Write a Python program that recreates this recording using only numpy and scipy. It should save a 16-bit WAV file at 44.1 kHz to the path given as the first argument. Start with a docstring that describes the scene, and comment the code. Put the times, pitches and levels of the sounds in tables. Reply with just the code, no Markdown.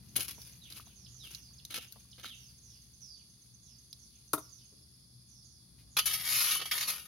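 """A steel shovel is set down on gritty concrete: its blade clanks, drags and rattles to rest,
ringing with every tiny blow. Before that, someone walks away in sandals: sand crunches,
rubber pats, pebbles clack, and a loose stone knocks underfoot and echoes off a spillway wall.
Birds whistle in the leaves and insects hiss, over a low hum and rumble."""
import sys
import numpy as np
from scipy import signal
from scipy.fft import rfft, irfft, next_fast_len
from scipy.io import wavfile
from scipy.ndimage import uniform_filter1d

SR = 44100
rng = np.random.default_rng(int(sys.argv[2]) if len(sys.argv) > 2 else 0)


def transcribe(signal):
    """Save signal, clipped to [-1, 1], as a 16-bit WAV file at the path in sys.argv[1]."""
    frames = np.atleast_2d(signal).T
    limited = np.clip(frames, -1, 1)
    pcm = np.round(limited * 32767).astype(np.int16)
    wavfile.write(sys.argv[1], SR, pcm)


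N = 311787
TIME = np.arange(N) / SR


def amp(db):
    """Turns decibels into a number to multiply by."""
    return 10 ** (np.asarray(db) / 20)


def unit_level(x):
    """Scales a sound to an average power of 1."""
    return x / np.sqrt(np.mean(x ** 2) + 1e-20)


def curve_at(points, hz):
    """Looks up a curve of (pitch_hz, value) points at any pitch."""
    pitches, values = np.transpose(points)
    return np.interp(np.log(hz + 1), np.log(pitches + 1), values)


def add(mix, start_s, sound):
    """Mixes a sound in at its start time."""
    part = mix[round(start_s * SR):][:len(sound)]
    part += sound[:len(part)]


def click(tone, size=2048):
    """The shortest click with this tone, energy 1; convolving with it passes the tone on."""
    log_gain = np.log(amp(curve_at(tone, abs(np.fft.fftfreq(size, 1 / SR)))))
    spectrum = np.exp(np.conj(signal.hilbert(log_gain)))
    pulse = np.fft.ifft(spectrum).real[:size // 2]
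    return pulse / np.linalg.norm(pulse)


def shaped(x, tone):
    """Turns lows and highs up or down along (pitch_hz, gain_db) points."""
    size = next_fast_len(x.shape[-1] + 4096)
    gain = amp(curve_at(tone, np.fft.rfftfreq(size, 1 / SR)))
    return irfft(rfft(x, size) * gain, size)[..., :x.shape[-1]]


def drift(per_s):
    """A random wander of about size 1 that turns per_s times a second."""
    turns = np.arange(0, N / SR + 1, 1 / per_s)
    return np.interp(TIME, turns, rng.standard_normal(len(turns)))


def grains(per_s, spread_db):
    """Random tiny impacts, a few much larger than the rest."""
    size = amp(spread_db * np.minimum(rng.exponential(1, N), 3.5))
    return unit_level(size * rng.choice([-1., 1.], N) * (rng.random(N) < per_s / SR))


def reflections(x, fade_s, echo_db, sway_hz=3.8):
    """Dense echoes, different left and right, shift as things move. Any fade_s is the time to drop 60 dB."""
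    x = np.atleast_2d(x)
    t = np.arange(round(np.clip(fade_s, .01, .5) * SR)) / SR
    echo = np.zeros((2, N))
    for k in range(2):  # two sets of echoes take turns
        sign, place = rng.random((2, 2, SR // 2))[..., :len(t)]
        taps = np.sign(sign - .5) * (place < .15) * amp(-60 * t / fade_s) * (t > .0004)
        taps /= np.linalg.norm(taps, axis=1, keepdims=True)
        share = np.cos(np.pi * (sway_hz * TIME + k / 2))
        echo += signal.oaconvolve(x * share, taps, axes=1)[:, :N]
    return (x + amp(echo_db) * echo) / np.hypot(1, amp(echo_db))


def pan(x, left_db):
    """Makes the left side left_db louder than the right."""
    return x * amp(np.array([[left_db / 2], [-left_db / 2]]))


# how alike left and right are in open air: pitch_hz, likeness_0_to_1
SIDE_LIKENESS = [(100, 1), (300, 0.65), (1000, 0), (3000, 0), (10000, 0)]
def outdoor_noise(tone):
    """Noise from all around, alike on both sides only in the bass."""
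    left, other = rfft(rng.standard_normal((2, next_fast_len(N))))
    hz = np.linspace(0, SR / 2, len(left))
    same = curve_at(SIDE_LIKENESS, hz)
    right = same * left + np.sqrt(1 - same ** 2) * other
    return unit_level(irfft(np.array([left, right]) * amp(curve_at(tone, hz)))[:, :N])


# notes of a distant hum, before the swell: pitch_hz, level_db
HUM_NOTES = [(61, -69.5), (121.5, -68.5), (181, -77.5)]
# tone of the outdoor rumble: pitch_hz, gain_db
RUMBLE_TONE = [(15, -66), (25, -30.5), (58, -11), (77, -2.5), (92, -12), (124, 0), (148, -9), (224, -11.5),
               (267, -19), (301, -19.5), (544, -33), (1170, -34), (2120, -40), (2800, -45), (3640, -78),
               (6160, -120)]
def hum_and_rumble():
    """A wavering hum and a low rumble swell and sink together."""
    hum = np.zeros(N)
    for hz, db in HUM_NOTES:
        phase = 2 * np.pi * np.cumsum(hz + 1.74 * drift(13)) / SR
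        hum += amp(db + 2.4 * drift(11)) * np.sqrt(2) * np.sin(phase)
    swell = amp(np.interp(TIME, [0, .7, 2.2, 3.2, 5.4, 6.2, 7.0], [4.5, 1, -1.5, -3, -3, 2.5, -2]))
    return swell * (hum + amp(-61.5) * outdoor_noise(RUMBLE_TONE))


# tone of the insect chorus: pitch_hz, gain_db
INSECT_TONE = [(2400, -18.5), (3050, -17), (3450, 2.5), (3800, -5), (4500, 7.5), (5200, 5), (5700, -4),
               (6600, 0), (7500, -21), (9000, -1), (9900, -1.5), (10600, 8), (11700, -12.5), (15500, -17)]
def insects():
    """Many insects blend into a high hiss that flickers slightly."""
    return amp(-64 + .72 * drift(27)) * outdoor_noise(INSECT_TONE)


# tone of grit, here and in the footsteps: pitch_hz, gain_db
GRIT_TONE = [(100, -9), (250, 0.5), (500, -8), (1200, -6), (2800, 3.5), (4500, 1), (6500, 2), (7600, -11),
             (9000, -7.5), (10300, 8.5), (12000, 5.5), (13500, -5), (16000, -1)]
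# loudness of the rustle: time_s, level_db
RUSTLE_LEVELS = [(0, -65.5), (.5, -60.5), (1.0, -74), (2.4, -66), (3.2, -76), (4.5, -72), (5.5, -79)]
def rustle(sway_db=2.5):
    """Clothes and grit rustle faintly, fading as the walker leaves."""
    level_db = np.interp(TIME, *np.transpose(RUSTLE_LEVELS)) + sway_db * drift(6.4)
    ticks = amp(level_db) * grains(1800, 4.1)
    return reflections(signal.oaconvolve(ticks, click(GRIT_TONE))[:N], fade_s=.08, echo_db=0)


def bird_chips(pitch_hz=6250, level_db=-60.5, gap_s=.1085, slowing_s=.00044):
    """A bird repeats a tiny high note, each gap a little longer than the last."""
    out = np.zeros(N)
    progress = np.linspace(0, 1, round(.02 * SR))
    for k in range(40):
        hz = pitch_hz * (1 + .025 * jitter(len(progress), smooth_samples=30))
        chip = unit_level(np.sin(2 * np.pi * np.cumsum(hz) / SR) * np.sin(np.pi * progress))
        add(out, .083 + k * (gap_s + k * slowing_s / 2), amp(level_db + rng.standard_normal()) * chip)
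    return out


def jitter(samples, smooth_samples=110):
    """A fast random wobble of size 1."""
    return unit_level(uniform_filter1d(rng.standard_normal(samples), smooth_samples))


def whistle(length_s, from_hz, to_hz, bend, blur):
    """One falling note; bend under 1 drops early, blur (start, end) runs from 0, pure, to 1, buzzy."""
    progress = np.linspace(0, 1, round(length_s * SR))
    fall = (progress ** bend + np.sin(np.pi * progress ** bend / 2) ** 2) / 2  # eases in and out
    hz = (from_hz + (to_hz - from_hz) * fall) * (1 + .0065 * jitter(len(fall)))
    note = np.sin(2 * np.pi * np.cumsum(hz) / SR) * signal.windows.tukey(len(hz), .4)
    flutter = unit_level(shaped(rng.standard_normal(len(hz)), [(260, 0), (620, -9), (1500, -35)]))
    buzz = np.clip(np.linspace(*blur, len(hz)), 0, 1) ** 2
    return unit_level(note * (1 - buzz + buzz * flutter))


# high sliding bird calls: start_s, length_s, level_db, bend
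HIGH_BIRD_CALLS = [(0.326, 0.18, -61.5, .9), (0.937, 0.17, -63.5, 1), (1.089, 0.18, -60, 1.4),
                   (1.338, 0.19, -61, .6), (2.328, 0.21, -62.5, 1), (2.609, 0.2, -62, .9),
                   (2.993, 0.19, -54.5, .55), (3.611, 0.18, -62.5, 1), (3.977, 0.12, -64, 1.1),
                   (4.357, 0.19, -62.5, .9), (4.479, 0.17, -63, 1.3), (5.26, 0.25, -64, .8),
                   (5.424, .2, -66, 1), (5.893, 0.19, -65.5, 1.6)]
# lower falling whistles: start_s, level_db
LOW_BIRD_CALLS = [(.608, -57.5), (0.849, -68.5), (1.194, -53.5), (1.719, -52), (2.262, -52.5),
                  (2.688, -72.5), (3.138, -72.5), (3.649, -74.5), (4.089, -74), (4.565, -72)]
def bird_calls(clear_db=-52, blur_per_db=.045):
    """Birds whistle falling notes; fainter calls come from deeper in the leaves and are more blurred."""
    out = np.zeros(N)
    for s, length_s, db, bend in HIGH_BIRD_CALLS:  # they start buzzy and clear as they fall
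        note = whistle(length_s, 6650, 4450, bend, blur=(1, blur_per_db * (clear_db - db)))
        fade = amp(np.linspace(0, -3, len(note)))
        add(out, s, amp(db) * unit_level(note * fade))
    for s, db in LOW_BIRD_CALLS:
        blur = .3 + blur_per_db * (clear_db - db)
        add(out, s, amp(db) * whistle(.095, 4020, 2553, bend=1.05, blur=(blur, blur + .22)))
    for k in range(3):  # steep sweeps
        add(out, 1.045 + k * .533, amp(-56) * whistle(.027, 5500, 2860, bend=1.1, blur=(.49, .78)))
    for k in range(10):  # a quick twitter
        note = whistle(.035, 5500, 4700, bend=.98, blur=(.46, .39))
        add(out, 4.7 + k * .056 + .009 * rng.standard_normal(), amp(-68) * note)
    return out


# the clearest clacks of small stones: start_s, pitch_hz, level_db
PEBBLE_CLACKS = [(.798, 1225, -48), (2.245, 1380, -39.5), (5.986, 870, -47), (6.557, 1120, -36)]
def pebbles(fade_s=.037, stray_count=13, stray_until_s=2.3):
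    """Small stones ring briefly under feet and blade; fainter strays are kicked along the way."""
    t, out = np.arange(SR // 12) / SR, np.zeros(N)
    strays = [(stray_until_s * (k + when) / stray_count, 1300 * 2 ** (.5 * (pitch - .5)), -69 + 8 * force)
              for k, (when, pitch, force) in enumerate(rng.random((stray_count, 3)))]
    for s, hz, db in PEBBLE_CLACKS + strays:
        roughness = 1 + amp(-5) * jitter(len(t))
        add(out, s, amp(db - 60 * t / fade_s) * roughness * np.sin(2 * np.pi * hz * t))
    return out


def bursts(contacts, impacts, rise, release):
    """Each contact presses out a burst of impacts; heavy contact adds bass, sharp contact treble."""
    out = np.zeros(N)
    for s, length_s, db, bass_db, treble_db in contacts:
        part = impacts[round(s * SR):][:round(2 * length_s * SR)]
        age = np.linspace(0, 2, len(part))  # counted in contact lengths, like rise and release
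        pressure = np.minimum(age / rise, 1) * np.exp(-np.maximum(age - .5, 0) / release)
        burst = amp(db) * unit_level(part * pressure) / np.sqrt(2)
        tone = [(600, bass_db), (1700, 0), (3800, 0), (10000, treble_db)]
        add(out, s - 512 / SR, shaped(np.pad(burst, 512), tone))
    return out


# steps, where roll_s is the time from heel to sole: start_s, roll_s, heel_db, sole_db, toe_db, treble_db
FOOTFALLS = [(0.154, 0.044, -30.5, -35, -39, -2.5), (0.698, 0.054, -48.5, -46, -62.5, -4),
             (1.229, 0.072, -51.5, -49.5, -73, -3), (1.7, 0.0395, -39.5, -32, -46, -8.5),
             (2.177, 0.052, -49, -39.5, -62, -11.5), (5.78, .04, -59.5, -73, -76, -8)]
# heel, sole and toe landing in turn: delay_in_rolls, length_in_rolls, bass_db
FOOT_ROLL = [(0, 0.62, 1.5), (1, 0.73, -3.5), (2.65, 0.89, -5)]
def footstep_crunch():
    """Sand crunches in clumps under heel, sole and toe."""
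    sand = grains(2200, 5.4) * amp(2.3 * drift(160))
    scuffs = [(s + delay * roll_s, length * roll_s, db, bass_db, treble_db)
              for s, roll_s, *levels, treble_db in FOOTFALLS
              for (delay, length, bass_db), db in zip(FOOT_ROLL, levels)]
    return signal.oaconvolve(bursts(scuffs, sand, rise=.3, release=.96), click(GRIT_TONE))[:N]


# grains cracking: start_s, energy_db, treble_db
GRIT_SNAPS = [(0.166, -1, 16), (.23, -16, 4), (0.417, -24.5, -9), (.702, -22.5, -11), (0.724, -22, -7),
              (1.348, -18.5, -8), (1.651, -17, -10.5), (1.924, -18, 7), (3.929, -18, -16.5)]
# tone of one crack: pitch_hz, gain_db
SNAP_TONE = [(200, -22), (1500, -29), (2600, -15), (3800, 7), (6200, 1.5), (7700, -6), (10300, 11.5),
             (12500, 9), (16000, -0.5)]
def grit_snaps(fade_s=.0043):
    """Single grains crack underfoot in a tiny burst of noise."""
    t, out = np.arange(SR // 10) / SR, np.zeros(N)
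    for s, db, treble_db in GRIT_SNAPS:
        tone = [(hz, gain_db + treble_db * (hz > 7000)) for hz, gain_db in SNAP_TONE]
        crumble = rng.standard_normal(len(t)) * amp(-60 * t / fade_s)
        add(out, s, amp(db) * signal.fftconvolve(crumble / np.linalg.norm(crumble), click(tone)))
    return out


# sandals landing: start_s, relative_level_db
SANDAL_PATS = [(.183, -49), (0.379, -54.5), (0.867, -60), (1.777, -48.5), (1.958, -55.5), (2.179, -54)]
# tone of the rubber: pitch_hz, gain_db
RUBBER_TONE = [(100, -11), (200, 6), (330, -7), (680, 1), (1100, -8), (2500, -22), (8000, -41)]
def sandal_pats(rise_s=.0031, fade_s=.053, boost_db=6):
    """Rubber sandals land with a soft, dull pat."""
    t, out = np.arange(SR // 10) / SR, np.zeros(N)
    for s, db in SANDAL_PATS:
        push = rng.standard_normal(len(t)) * np.minimum(t / rise_s, 1) * amp(db - 60 * t / fade_s)
        add(out, s, signal.fftconvolve(push, click(RUBBER_TONE)))
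    return amp(boost_db) * out


# notes the stone rings with on its bed: pitch_hz, fade_s, relative_level_db
STONE_NOTES = [(136, .1, -9), (305, 0.14, -1), (423, 0.073, -3), (632, 0.11, -11), (933, 0.04, -7),
               (1126, .032, 0), (1350, 0.025, 3), (1370, 0.029, 3), (3710, 0.027, 2)]
# tone of grit breaking under it: pitch_hz, gain_db
CRACK_TONE = [(150, -16), (300, -2), (1300, 1), (2600, -13), (3700, -4.5), (6500, 0), (7700, -13),
              (9700, 5.5), (12000, 3), (15500, -7)]
# tone of its dull landing: pitch_hz, gain_db
THUD_TONE = [(90, -21), (140, -7), (220, -9), (300, 0), (420, -1), (520, -8), (650, 2), (780, -6), (950, 1),
             (1300, 4.5), (1600, -18.5), (2600, -17.5), (5000, -37)]
def loose_stone(tip_s=4.3327, rock_back_s=4.376, echo_delay_s=.39):
    """A stone tips onto concrete with a crack and a hollow thud, rocks back, and echoes off the far wall."""
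    t, knock = np.arange(SR // 3) / SR, np.zeros(N)
    for s, db, rise_s in [(tip_s, 0, .0002), (rock_back_s, -12, .016)]:
        ring = sum(amp(note_db - 60 * t / fade_s) * np.sin(2 * np.pi * (hz * t + rng.random()))
                   for hz, fade_s, note_db in STONE_NOTES)
        crush, push = rng.standard_normal((2, len(t)))
        crack = signal.fftconvolve(crush * amp(-60 * t / .076), click(CRACK_TONE))[:len(t)]
        thud = signal.fftconvolve(push * amp(-60 * t / .081), click(THUD_TONE))[:len(t)]
        landing = (amp(-30) * ring + amp(-28) * thud) * (1 - np.exp(-t / .0011))
        add(knock, s, amp(db - 27) * crack * np.minimum(t / rise_s, 1))
        add(knock, s + .0018, amp(db) * landing)  # the grit breaks first, then the weight lands
    delayed = np.roll(knock, round(echo_delay_s * SR))
    muffled = shaped(delayed, [(200, -9.5), (420, 5), (900, -14), (3000, -39.5)])
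    echo = amp(-29) * reflections(muffled, fade_s=.77, echo_db=5.3)
    left = shaped(knock, [(2000, -.5), (4000, -13), (9000, 3.5)])
    right = shaped(knock, [(2000, .038), (4000, .82), (9000, .37)])
    return reflections([left, right], fade_s=.4, echo_db=-18) + echo


def blade_pressure(curve, lift_s=.018):
    """Follows (time_s, level_db) points; the contact fades quickly before and after them."""
    s, db = np.transpose(curve)
    outside_s = np.maximum(np.maximum(s[0] - TIME, TIME - s[-1]), 0)
    return amp(np.interp(TIME, s, db) - 60 * outside_s / lift_s)


# the blade hitting the ground: start_s, level_db, relative_bounce_db, bass_db, treble_db
BLADE_STRIKES = [(5.967, -23.5, 0.5, 4, -5), (6.056, -34, -14, -3, 7.5), (6.133, -35, -20, -20, 3.5),
                 (6.508, -25.5, -12, -22, -6), (6.595, -36, 1, 9.5, -12), (6.654, -38, -13, 5.5, -3),
                 (6.711, -26.5, -10.5, -15, -5), (6.778, -31.5, -12, -9, -4), (6.807, -31, -1.5, -13, -7),
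                 (6.878, -36.5, -1, 4, 3)]
# pressure in the long drag: time_s, level_db
DRAG_PRESSURE = [(6.06, -33.5), (6.098, -35), (6.158, -35), (6.17, -44), (6.2, -42.5), (6.35, -28),
                 (6.552, -33.5), (6.59, -43)]
# pressure in the last slide to rest: time_s, relative_level_db
SETTLE_PRESSURE = [(6.715, -34.5), (6.775, -35), (6.783, -32.5), (6.797, -41.5), (6.823, -33.5),
                   (6.863, -41), (6.887, -31), (7.047, -52.5), (7.06, -47)]
def blade_blows(contact_s=.017, bounce_s=.0186):
    """The shovel's edge strikes and chatters over the stones in the concrete."""
    # fine sand hisses while coarser gravel catches in fits
    sand = shaped(grains(5000, 2.7), [(1500, -5), (6000, -4), (10000, -2)])
    catches = unit_level(grains(600, 2.3) * amp(1.5 * drift(70)))
    gravel = shaped(catches, [(500, -5.5), (1800, -1), (6000, -5), (10000, -3.5)])
    chatter = (sand + gravel) * amp(drift(170))
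    # the edge never quite leaves the ground
    graze = amp(-51) * (TIME > BLADE_STRIKES[0][0]) * (TIME < SETTLE_PRESSURE[0][0])
    drag = chatter * (blade_pressure(DRAG_PRESSURE) + graze)
    # lying flat, the blade grinds lower
    settle = shaped(chatter * amp(-2) * blade_pressure(SETTLE_PRESSURE), [(750, 6), (1700, 0), (10000, -.28)])
    # each strike grinds briefly, then the blade lands again
    contacts = [(s + delay_s, contact_s, db + extra_db, bass_db, treble_db)
                for s, db, bounce_db, bass_db, treble_db in BLADE_STRIKES
                for delay_s, extra_db in [(0, 0), (bounce_s, bounce_db)]]
    return drag + settle + bursts(contacts, grains(6000, 2.9), rise=.057, release=.48)


# clear notes of the steel blade: pitch_hz, fade_s, relative_peak_db
BLADE_NOTES = [(1270, .09, -3), (1855, .14, -1), (2250, .06, -4), (2828, .22, 1), (3038, .35, 8),
               (3222, .15, -1), (3355, .15, -3), (3730, .15, 4), (4220, .08, -3), (4540, .14, 4),
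               (4770, .14, 4), (5264, .14, 1), (5970, .12, -4), (6195, .2, -7), (7700, .06, -12),
               (9334, .15, -3), (10001, .12, -1), (10276, .12, 4), (10581, .12, 4), (11171, .12, 6),
               (11389, .12, 0), (11684, .15, 5), (12200, .06, -2)]
# tone of the crowded notes between them: pitch_hz, gain_db
STEEL_TONE = [(100, -27), (300, -15), (900, -10), (1250, -2.5), (1600, -5.5), (2200, 1.5), (5000, 1.5),
              (6800, -2), (7900, -21), (9300, -6), (10400, 3.5), (12000, 2), (13600, -5.5), (15500, -13)]
def shovel(ring_db=5, clatter_db=-2):
    """Every tiny blow rings the steel blade; its moving point of contact favours changing notes."""
    blows = blade_blows()
    t, ring = np.arange(SR // 2) / SR, np.zeros(N)
    for hz, fade_s, db in BLADE_NOTES:
        strength = 2 * np.log(1000) / (fade_s * SR)  # a longer ring needs less push for the same peak
        note = strength * amp(ring_db + db - 60 * t / fade_s) * np.cos(2 * np.pi * hz * t)
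        ring += signal.oaconvolve(blows * amp(2.5 * drift(12)), note)[:N]
    # the crowded notes die quickly and shift as the blade turns
    clatter = amp(clatter_db) * signal.oaconvolve(blows, click(STEEL_TONE))[:N]
    return reflections(clatter, fade_s=.04, echo_db=3, sway_hz=4) + ring


def scene():
    """Leaves blur the birds, and concrete walls faintly throw back the sounds on the ground."""
    background = hum_and_rumble() + insects() + rustle()
    birds = pan(reflections(bird_chips() + bird_calls(), fade_s=.46, echo_db=1), -1.4)
    feet = pan(footstep_crunch() + sandal_pats(), .5) + pan(grit_snaps(), -1.2)
    steps = reflections(feet, fade_s=.03, echo_db=0)
    ground = reflections(pebbles() + steps + shovel(), fade_s=.3, echo_db=-15)
    return background + birds + ground + loose_stone()


# balance of the two microphone openings: pitch_hz, left_minus_right_db
MIC_BALANCE = [(60, 2.5), (400, 2.5), (1200, 0.5), (2400, -1.5), (3600, -4), (5000, -6), (6500, -14),
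               (7500, 3.5), (8600, 12), (10500, 21.5), (12000, 17.5), (15000, 5.5)]
def record(dry, top_hz=16000):
    """The left side is bright in the top treble, the right in the upper middle; both stop at top_hz."""
    left = [(hz, 20 * np.log10(2 / (1 + amp(-db)))) for hz, db in MIC_BALANCE]
    right = [(hz, 20 * np.log10(2 / (1 + amp(db)))) for hz, db in MIC_BALANCE]
    heard = np.array([shaped(dry[0], left), shaped(dry[1], right)])
    low_pass = signal.firwin(511, top_hz, window=("kaiser", 9), fs=SR)
    return signal.oaconvolve(heard, low_pass[None], "same")


dry = scene()
out = record(dry)
transcribe(out)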